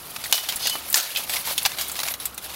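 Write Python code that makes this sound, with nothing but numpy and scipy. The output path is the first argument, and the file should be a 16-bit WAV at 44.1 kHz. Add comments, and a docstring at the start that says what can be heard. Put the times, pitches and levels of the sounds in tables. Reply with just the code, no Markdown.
"""Plate armour clacks and mail jingles as two fighters spar with steel swords on a lawn, metres away.
Blades strike and ring in their own modes, and slide edge on edge in tiny slips. Each contact sets off
a cloud of damped plate modes; loose plates chatter after heavy blows, and weight lands in dull thuds.
Hedges scatter a short echo of the blows over a faint outdoor rumble."""
import sys
import numpy as np
from scipy import signal
from scipy.fft import rfft, irfft, next_fast_len
from scipy.io import wavfile
from scipy.ndimage import map_coordinates

SR = 44100
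rng = np.random.default_rng(int(sys.argv[2]) if len(sys.argv) > 2 else 0)


def to_wav(s):
    """Save 16-bit WAV."""
    ch = np.atleast_2d(s).T  # columns
    pcm = np.round(np.clip(ch, -1, 1) * 32767)  # PCM
    wavfile.write(sys.argv[1], SR, pcm.astype(np.int16))


N = 112454
CONTACT_RISE_S, TOP_HZ = 0.00011, 15850


def amp(db):
    """Decibels to gain."""
    return 10 ** (np.asarray(db) / 20)


def unit(x):
    """Scale to rms 1."""
    return x / np.sqrt(np.mean(x ** 2) + 1e-20)


def along(points, hz):
    """Interpolate (Hz, value) points on a log axis."""
    f, v = np.transpose(points)
    return np.interp(np.log(hz + 1), np.log(f + 1), v)


def filtered(x, response):
    """Apply a frequency response."""
    m = next_fast_len(len(x) + SR // 10)
    return irfft(rfft(x, m) * response(np.fft.rfftfreq(m, 1 / SR)), m)[:len(x)]


def coloured(x, points):
    """Filter by a (Hz, dB) curve; scale to rms 1."""
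    return unit(filtered(x, lambda hz: amp(along(points, hz))))


def decay(t, t60_s, rise_s=CONTACT_RISE_S):
    """Quick rise at t = 0, exponential fall."""
    t = np.maximum(t, 0)
    return np.exp(-np.log(1000) * t / t60_s) * (1 - np.exp(-t / rise_s))


def add(out, start_s, x):
    """Mix x into out."""
    part = out[max(round(start_s * SR), 0):][:len(x)]
    part += x[:len(part)]


def wobble(knots_per_s):
    """Smooth random curve."""
    knots = rng.standard_normal(int(N * knots_per_s / SR) + 4)
    return map_coordinates(knots, [np.arange(N) * knots_per_s / SR])


def sines(hz, t):
    """One random-phase sine per frequency."""
    return np.sin(2 * np.pi * (hz[:, None] * t + rng.random((len(hz), 1))))


def ticks(per_s, spread_db):
    """Tiny random impacts of uneven strength."""
    struck = rng.random(N) < per_s / SR
    size = np.clip(rng.standard_normal(N), -2, 2)
    return struck * amp(spread_db * size) * rng.choice([-1, 1], N)


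def grains(count, low_hz, high_hz, t60_s, spread_db):
    """Small steel pieces touch; each rings briefly at four pitches."""
    out, t = np.zeros(N), np.arange(SR // 32, dtype=np.float32) / SR
    starts_s = rng.random(count) * N / SR
    sizes = np.clip(rng.standard_normal(count), -2, 2)
    pitches_hz = low_hz + (high_hz - low_hz) * rng.random((count, 4))
    fall = decay(t, t60_s, CONTACT_RISE_S / 2)
    for start_s, size, hz in zip(starts_s, sizes, pitches_hz.astype(np.float32)):
        add(out, start_s, amp(spread_db * size) * fall * np.sin(2 * np.pi * hz[:, None] * t).sum(0))
    return unit(out)


# Outdoor noise spectrum. Each row: frequency in Hz, gain in dB.
AIR_COLOUR = [(10, -17), (60, 3.5), (300, 2), (700, -2), (1300, 3.5), (2500, -23), (7000, -40)]


def air(rumble_db=-47, hum_db=-60.5, hum_hz=63.7, sigma_hz=5.3):
    """Faint outdoor rumble with a low wavering hum."""
    hum = filtered(rng.standard_normal(N), lambda hz: np.exp(-((hz - hum_hz) / sigma_hz) ** 2 / 2))
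    rumble = coloured(rng.standard_normal(N), AIR_COLOUR)
    return amp(rumble_db) * rumble + amp(hum_db) * unit(hum)


def hedge_echo(x, gain_db=-20):
    """Hedges scatter a short diffuse echo."""
    t = np.arange(SR // 2) / SR
    tail = rng.standard_normal(len(t)) * decay(t, t60_s=0.26, rise_s=0.0076)
    return amp(gain_db) * signal.fftconvolve(x, tail / np.linalg.norm(tail))[:N]


# Rattle strength as the fighters move. Each row: time in seconds, level in dB.
MOVEMENT = [(0, -41), (.2, -37.5), (.39, -31.5), (.57, -33.5), (.74, -30), (0.789, -38.5), (.86, -33),
            (.95, -36), (1.04, -28), (1.21, -30), (1.265, -37.5), (1.341, -27), (1.44, -31.5), (1.5, -24.5),
            (1.56, -34.5), (1.7, -34), (1.84, -39), (2.11, -31.5), (2.175, -46), (2.225, -36), (2.28, -40),
            (2.32, -49), (2.365, -45.5), (2.41, -44.5), (2.445, -31.5), (2.48, -39), (2.55, -36.5)]
# Plate and mail spectra. 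Each row: frequency in Hz, gain in dB.
CLATTER_COLOUR = [(20, -48), (120, -6.5), (300, -13), (500, -4.5), (700, 1.5), (1300, -4), (2500, 0.5),
                  (4300, 1), (9000, -7.5), (16000, -31)]
JINGLE_COLOUR = [(100, -17), (4000, -8), (7500, -9), (9500, 0.5), (11500, 3), (16000, -3)]


def rattle(clatter_db=-3, jingle_db=-2, clump_db=2):
    """Moving plates tap, clatter and rub, and mail jingles, in uneven clumps."""
    level_db = np.interp(np.arange(N) / SR, *np.transpose(MOVEMENT)) + clump_db * wobble(90)
    plates = 0.55 * grains(count=260, low_hz=441, high_hz=4992, t60_s=0.033, spread_db=3)
    plates += grains(count=1500, low_hz=383, high_hz=7874, t60_s=0.023, spread_db=2.5)
    plates += 1.5 * unit(ticks(per_s=2900, spread_db=0))
    mail = grains(count=3000, low_hz=5000, high_hz=16000, t60_s=0.006, spread_db=2)
    mail += 1.7 * unit(ticks(per_s=7000, spread_db=3))
    clatter = amp(clatter_db + wobble(25)) * coloured(plates, CLATTER_COLOUR)
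    jingle = amp(jingle_db + wobble(30.08)) * coloured(mail, JINGLE_COLOUR)
    return amp(level_db) * (clatter + jingle)


# Heavy blows and steps. Each row: start in seconds, level in dB.
THUDS = [(.326, -37), (0.555, -35), (1.655, -30)]


def thuds(hz=85, t60_s=0.028):
    """The weight behind a blow or step gives one low push."""
    out, t = np.zeros(N), np.arange(SR // 5) / SR
    for start_s, db in THUDS:
        add(out, start_s, amp(db) * decay(t, t60_s) * np.sin(2 * np.pi * hz * t))
    return out


# Small steel parts. Each row: start in seconds, pitch in Hz, level in dB.
CLINKS = [(.258, 1970, -32.5), (.640, 5020, -28), (1.172, 12250, -26), (1.362, 2105, -24.5),
          (1.629, 11300, -24.5), (2.118, 11640, -24.5), (2.200, 10950, -28)]


def clinks(spread=0.0464, t60_s=0.051):
    """Lames and rivets ring in a tight cluster of five modes."""
    out, t = np.zeros(N), np.arange(SR // 10) / SR
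    for start_s, hz, db in CLINKS:
        offsets = np.linspace(-1, 1, 5) + rng.uniform(-0.2, 0.2, size=5)
        ring = sines(hz * (1 + spread * offsets), t).sum(0)
        add(out, start_s, amp(db) * unit(ring) * decay(t, t60_s))
    return out


# Armour shudders. Each row: start in seconds, level in dB, T60 in seconds.
SHUDDERS = [(.338, -8, 0.22), (0.96, -3.5, 0.22)]
# Their spectrum. Each row: frequency in Hz, gain in dB.
SHUDDER_COLOUR = [(30, -50), (150, -25), (450, -9), (1800, -6), (4500, 1.5), (8000, -3.5), (15000, -2)]


def shudder():
    """Loose plates chatter on after heavy blows."""
    t = np.arange(N) / SR
    chatter = grains(count=2500, low_hz=414, high_hz=15630, t60_s=0.019, spread_db=-7.5)
    chatter += unit(ticks(per_s=4900, spread_db=3))
    envelope = sum(amp(db) * decay(t - start_s, t60_s, rise_s=0.0045) for start_s, db, t60_s in SHUDDERS)
    return coloured(chatter, SHUDDER_COLOUR) * envelope


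# Crossed-blade resonances. Each row: frequency in Hz, width in Hz, gain in dB.
SLIDE_MODES = [(3005, 22, 1), (3350, 30, 0), (3715, 38, -3), (4140, 34, -1), (4300, 30, 1), (4730, 20, 3.5),
               (4970, 65, -3), (6460, 60, -3), (4400, 2800, -14.5)]


def blade_slide(start_s=0.59, peak_s=0.677, end_s=0.76, scrape_db=-24):
    """Edge catches on edge in tiny slips that drive the modes; one sings on at release."""
    def steel(f):
        return sum((-1) ** k * amp(db) * 1j * f * width / (hz * hz - f * f + 1j * f * width)
                   for k, (hz, width, db) in enumerate(SLIDE_MODES))

    t = np.arange(N) / SR
    force_db = np.interp(t, [start_s, peak_s, end_s], [-11, 0, -22])
    force = amp(force_db) * (t > start_s) * (t < end_s)
    slips = ticks(per_s=2700, spread_db=8)
    scrape = filtered(slips * force, steel) / np.std(filtered(slips, steel))
    release_s, sing_hz, sing_db = 0.705, 3004, -18
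    sing = decay(t - release_s, t60_s=0.18, rise_s=0.014) * np.sin(2 * np.pi * sing_hz * t)
    return amp(scrape_db) * scrape + amp(sing_db) * sing


# Modes of the steel parts. Each row: frequency in Hz, gain in dB, T60 in seconds.
BLADE_A_MODES = [(2975, -3, .29), (3030, -1, .04), (3575, -11, .3), (3716, -1, .07), (4120, -1, .045),
                 (4362, 5, .05), (5173, -9, .25), (5758, -11, .3), (9091, -14, .25), (14434, -4, .19)]
BLADE_B_MODES = [(1750, -10, 0.43), (1780, 10, .045), (4890, 12, 0.046), (5460, 8, 0.054), (6740, -2, .15),
                 (7110, 15, 0.052), (8630, 4, 0.12)]
PLATE_MODES = [(2552, 0, .085), (3060, 0, .08), (3310, -3, .07), (3564, -6, .1)]
BUCKLE_MODES = [(7990, -6, .03), (8555, -2, .042), (10195, -1, .037), (11495, -3, .035), (12400, -3, .038)]
BREASTPLATE_MODES = [(810, -3, .035), (1150, -7, .03), (2350, -2, .035), (2700, 0, .03), (4020, 1, .025)]
# Blows on the hollow breastplate. 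Each row: start in seconds, level in dB.
BREASTPLATE_HITS = [(1.652, -20), (1.659, -18)]


def ringing(modes, hits):
    """A steel part rings in its own modes at each (seconds, dB) hit."""
    out, t = np.zeros(N), np.arange(SR // 2) / SR
    for start_s, hit_db in hits:
        for hz, mode_db, t60_s in modes:
            gain = amp(hit_db + mode_db + rng.normal(0, 1))
            tone = np.sin(2 * np.pi * (hz * t + rng.random()))
            add(out, start_s, gain * decay(t, t60_s) * tone)
    return out


# Steel on armour. Each row: start in seconds, body, clack and sizzle levels in dB, T60 in seconds.
CONTACTS = [(0.162, -35, -29.5, -31.5, 0.035), (0.239, -38, -30, -32.5, 0.11),
            (0.312, -63, -36, -27, 0.027), (0.3256, -14.5, -4.5, -9.5, 0.049),
            (0.379, -26, -18.5, -26, 0.054), (0.488, -31, -21, -24, 0.11), (0.559, -48, -58, -22.5, 0.057),
            (0.655, -43, -25, -40, 0.097), (0.671, -34, -19, -18.5, 0.018), (0.696, -51, -34, -26, 0.067),
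            (0.754, -28.5, -40, -51, 0.044), (0.9, -53, -67, -24.5, 0.08), (0.928, -38, -26, -17, 0.019),
            (0.943, -19.5, -4.5, -5.5, 0.057), (0.957, -16, -12.5, -4.5, 0.063),
            (0.970, -20, -16, -21, 0.21), (1.16, -50, -19.5, -32, 0.064), (1.171, -37, -22, -29, 0.054),
            (1.295, -34.5, -29, -27.5, 0.13), (1.328, -54, -32, -41, 0.16), (1.474, -35, -38, -49, 0.14),
            (1.509, -27, -40, -42, 0.026), (1.579, -34.5, -18, -21.5, 0.066), (1.63, -54, -47, -27, 0.023),
            (1.6515, -29.5, -19, -26, 0.068), (1.659, -21.5, -15, -17.5, 0.038),
            (1.785, -38, -29, -32, 0.36), (1.811, -37, -28, -26, 0.1), (1.882, -66, -65, -29, 0.1),
            (1.916, -43.5, -43, -26.5, 0.065), (2.2, -52, -38, -52, 0.17), (2.2547, -42, -28, -20, 0.042),
            (2.344, -47, -50, -34, 0.03), (2.378, -43.5, -31, -31, 0.062)]
# Overlapping plates snap shut. 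Each row: start in seconds, clack level in dB.
CLICKS = [(.523, -27), (1.359, -29), (1.718, -31), (1.897, -30), (1.955, -31), (1.965, -31.5),
          (1.9905, -24.5), (2.001, -24), (2.012, -36), (2.033, -22), (2.053, -33), (2.065, -35),
          (2.077, -30.5), (2.084, -25), (2.139, -26.5)]
# Thin plates radiate little bass. Each row: frequency in Hz, gain in dB.
BASS_CUT = [(15, -45), (60, -22), (200, -16.5), (400, -13.5), (650, 2)]


def contacts(gain_db=3, ring_db=-6, ripple_db=5, ripple_step_hz=173.3):
    """Each contact excites a dense cloud of damped plate modes and 24 distinct ones."""
    out, t = np.zeros(N), np.arange(SR // 5) / SR
    body_hz, clack_hz, sizzle_hz = (691, 1540), (2860, 4960), (7650, 14000)
    nominal_widths_hz = [1500, 5000, 9000]
    clicks = [(start_s, db - 8, db, db - 4, 0.03) for start_s, db in CLICKS]
    for start_s, *bands_db, t60_s in list(CONTACTS) + clicks:
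        density_db = np.array(bands_db) - 10 * np.log10(nominal_widths_hz)
        shape = np.c_[np.ravel([body_hz, clack_hz, sizzle_hz]), np.repeat(density_db, 2)]
        colour = lambda hz: amp(along(shape, hz) + along(BASS_CUT, hz))
        bumps_db = ripple_db * rng.standard_normal(400)  # this plate's resonances
        ripple = lambda hz: amp(np.interp(hz / ripple_step_hz, np.arange(len(bumps_db)), bumps_db))
        cloud = unit(filtered(rng.standard_normal(len(t)), lambda hz: colour(hz) * ripple(hz)))
        modes_hz = body_hz[0] * (TOP_HZ / body_hz[0]) ** rng.random(24)
        ring = unit((colour(modes_hz) * np.sqrt(modes_hz)) @ sines(modes_hz, t))
        strike = cloud * decay(t, t60_s) + amp(ring_db) * ring * decay(t, t60_s=0.041)
        add(out, start_s, amp(gain_db) * np.linalg.norm(amp(bands_db)) * strike)
    return out


def scene():
    """Blows and their echo over armour rattle and outdoor air, in mono."""
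    rings = (ringing(BLADE_A_MODES, hits=[(0.3256, -10.5)])
             + ringing(BLADE_B_MODES, hits=[(0.943, -15)])
             + ringing(PLATE_MODES, hits=[(1.160, -19), (1.174, -27)])
             + ringing(BUCKLE_MODES, hits=[(2.255, -20.5)])
             + ringing(BREASTPLATE_MODES, BREASTPLATE_HITS))
    fight = contacts() + clinks() + rings + shudder() + blade_slide() + thuds()
    return (fight + hedge_echo(fight) + rattle() + air())[None]


def limited(x, threshold_db=-1, attack_s=0.0002, release_db_per_s=48):
    """Gain drops fast on a loud blow and creeps back."""
    climb_db = release_db_per_s * np.arange(N) / SR
    over_db = np.maximum(20 * np.log10(np.abs(x) + 1e-9) - threshold_db, 0)
    cut_db = np.maximum.accumulate(over_db + climb_db) - climb_db
    pole = np.exp(-1 / (attack_s * SR))
    return x * amp(-signal.lfilter([1 - pole], [1, -pole], cut_db))


def record(dry):
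    """Limiter, soft clip, steep low-pass."""
    ceiling, edge_hz = 0.85, 200
    x = limited(dry[0])
    rounded = x / (1 + (x / ceiling) ** 4) ** (1 / 4)
    return filtered(rounded, lambda hz: np.clip((TOP_HZ - hz) / edge_hz + 0.5, 0, 1))[None]


dry = scene()
out = record(dry)
to_wav(out)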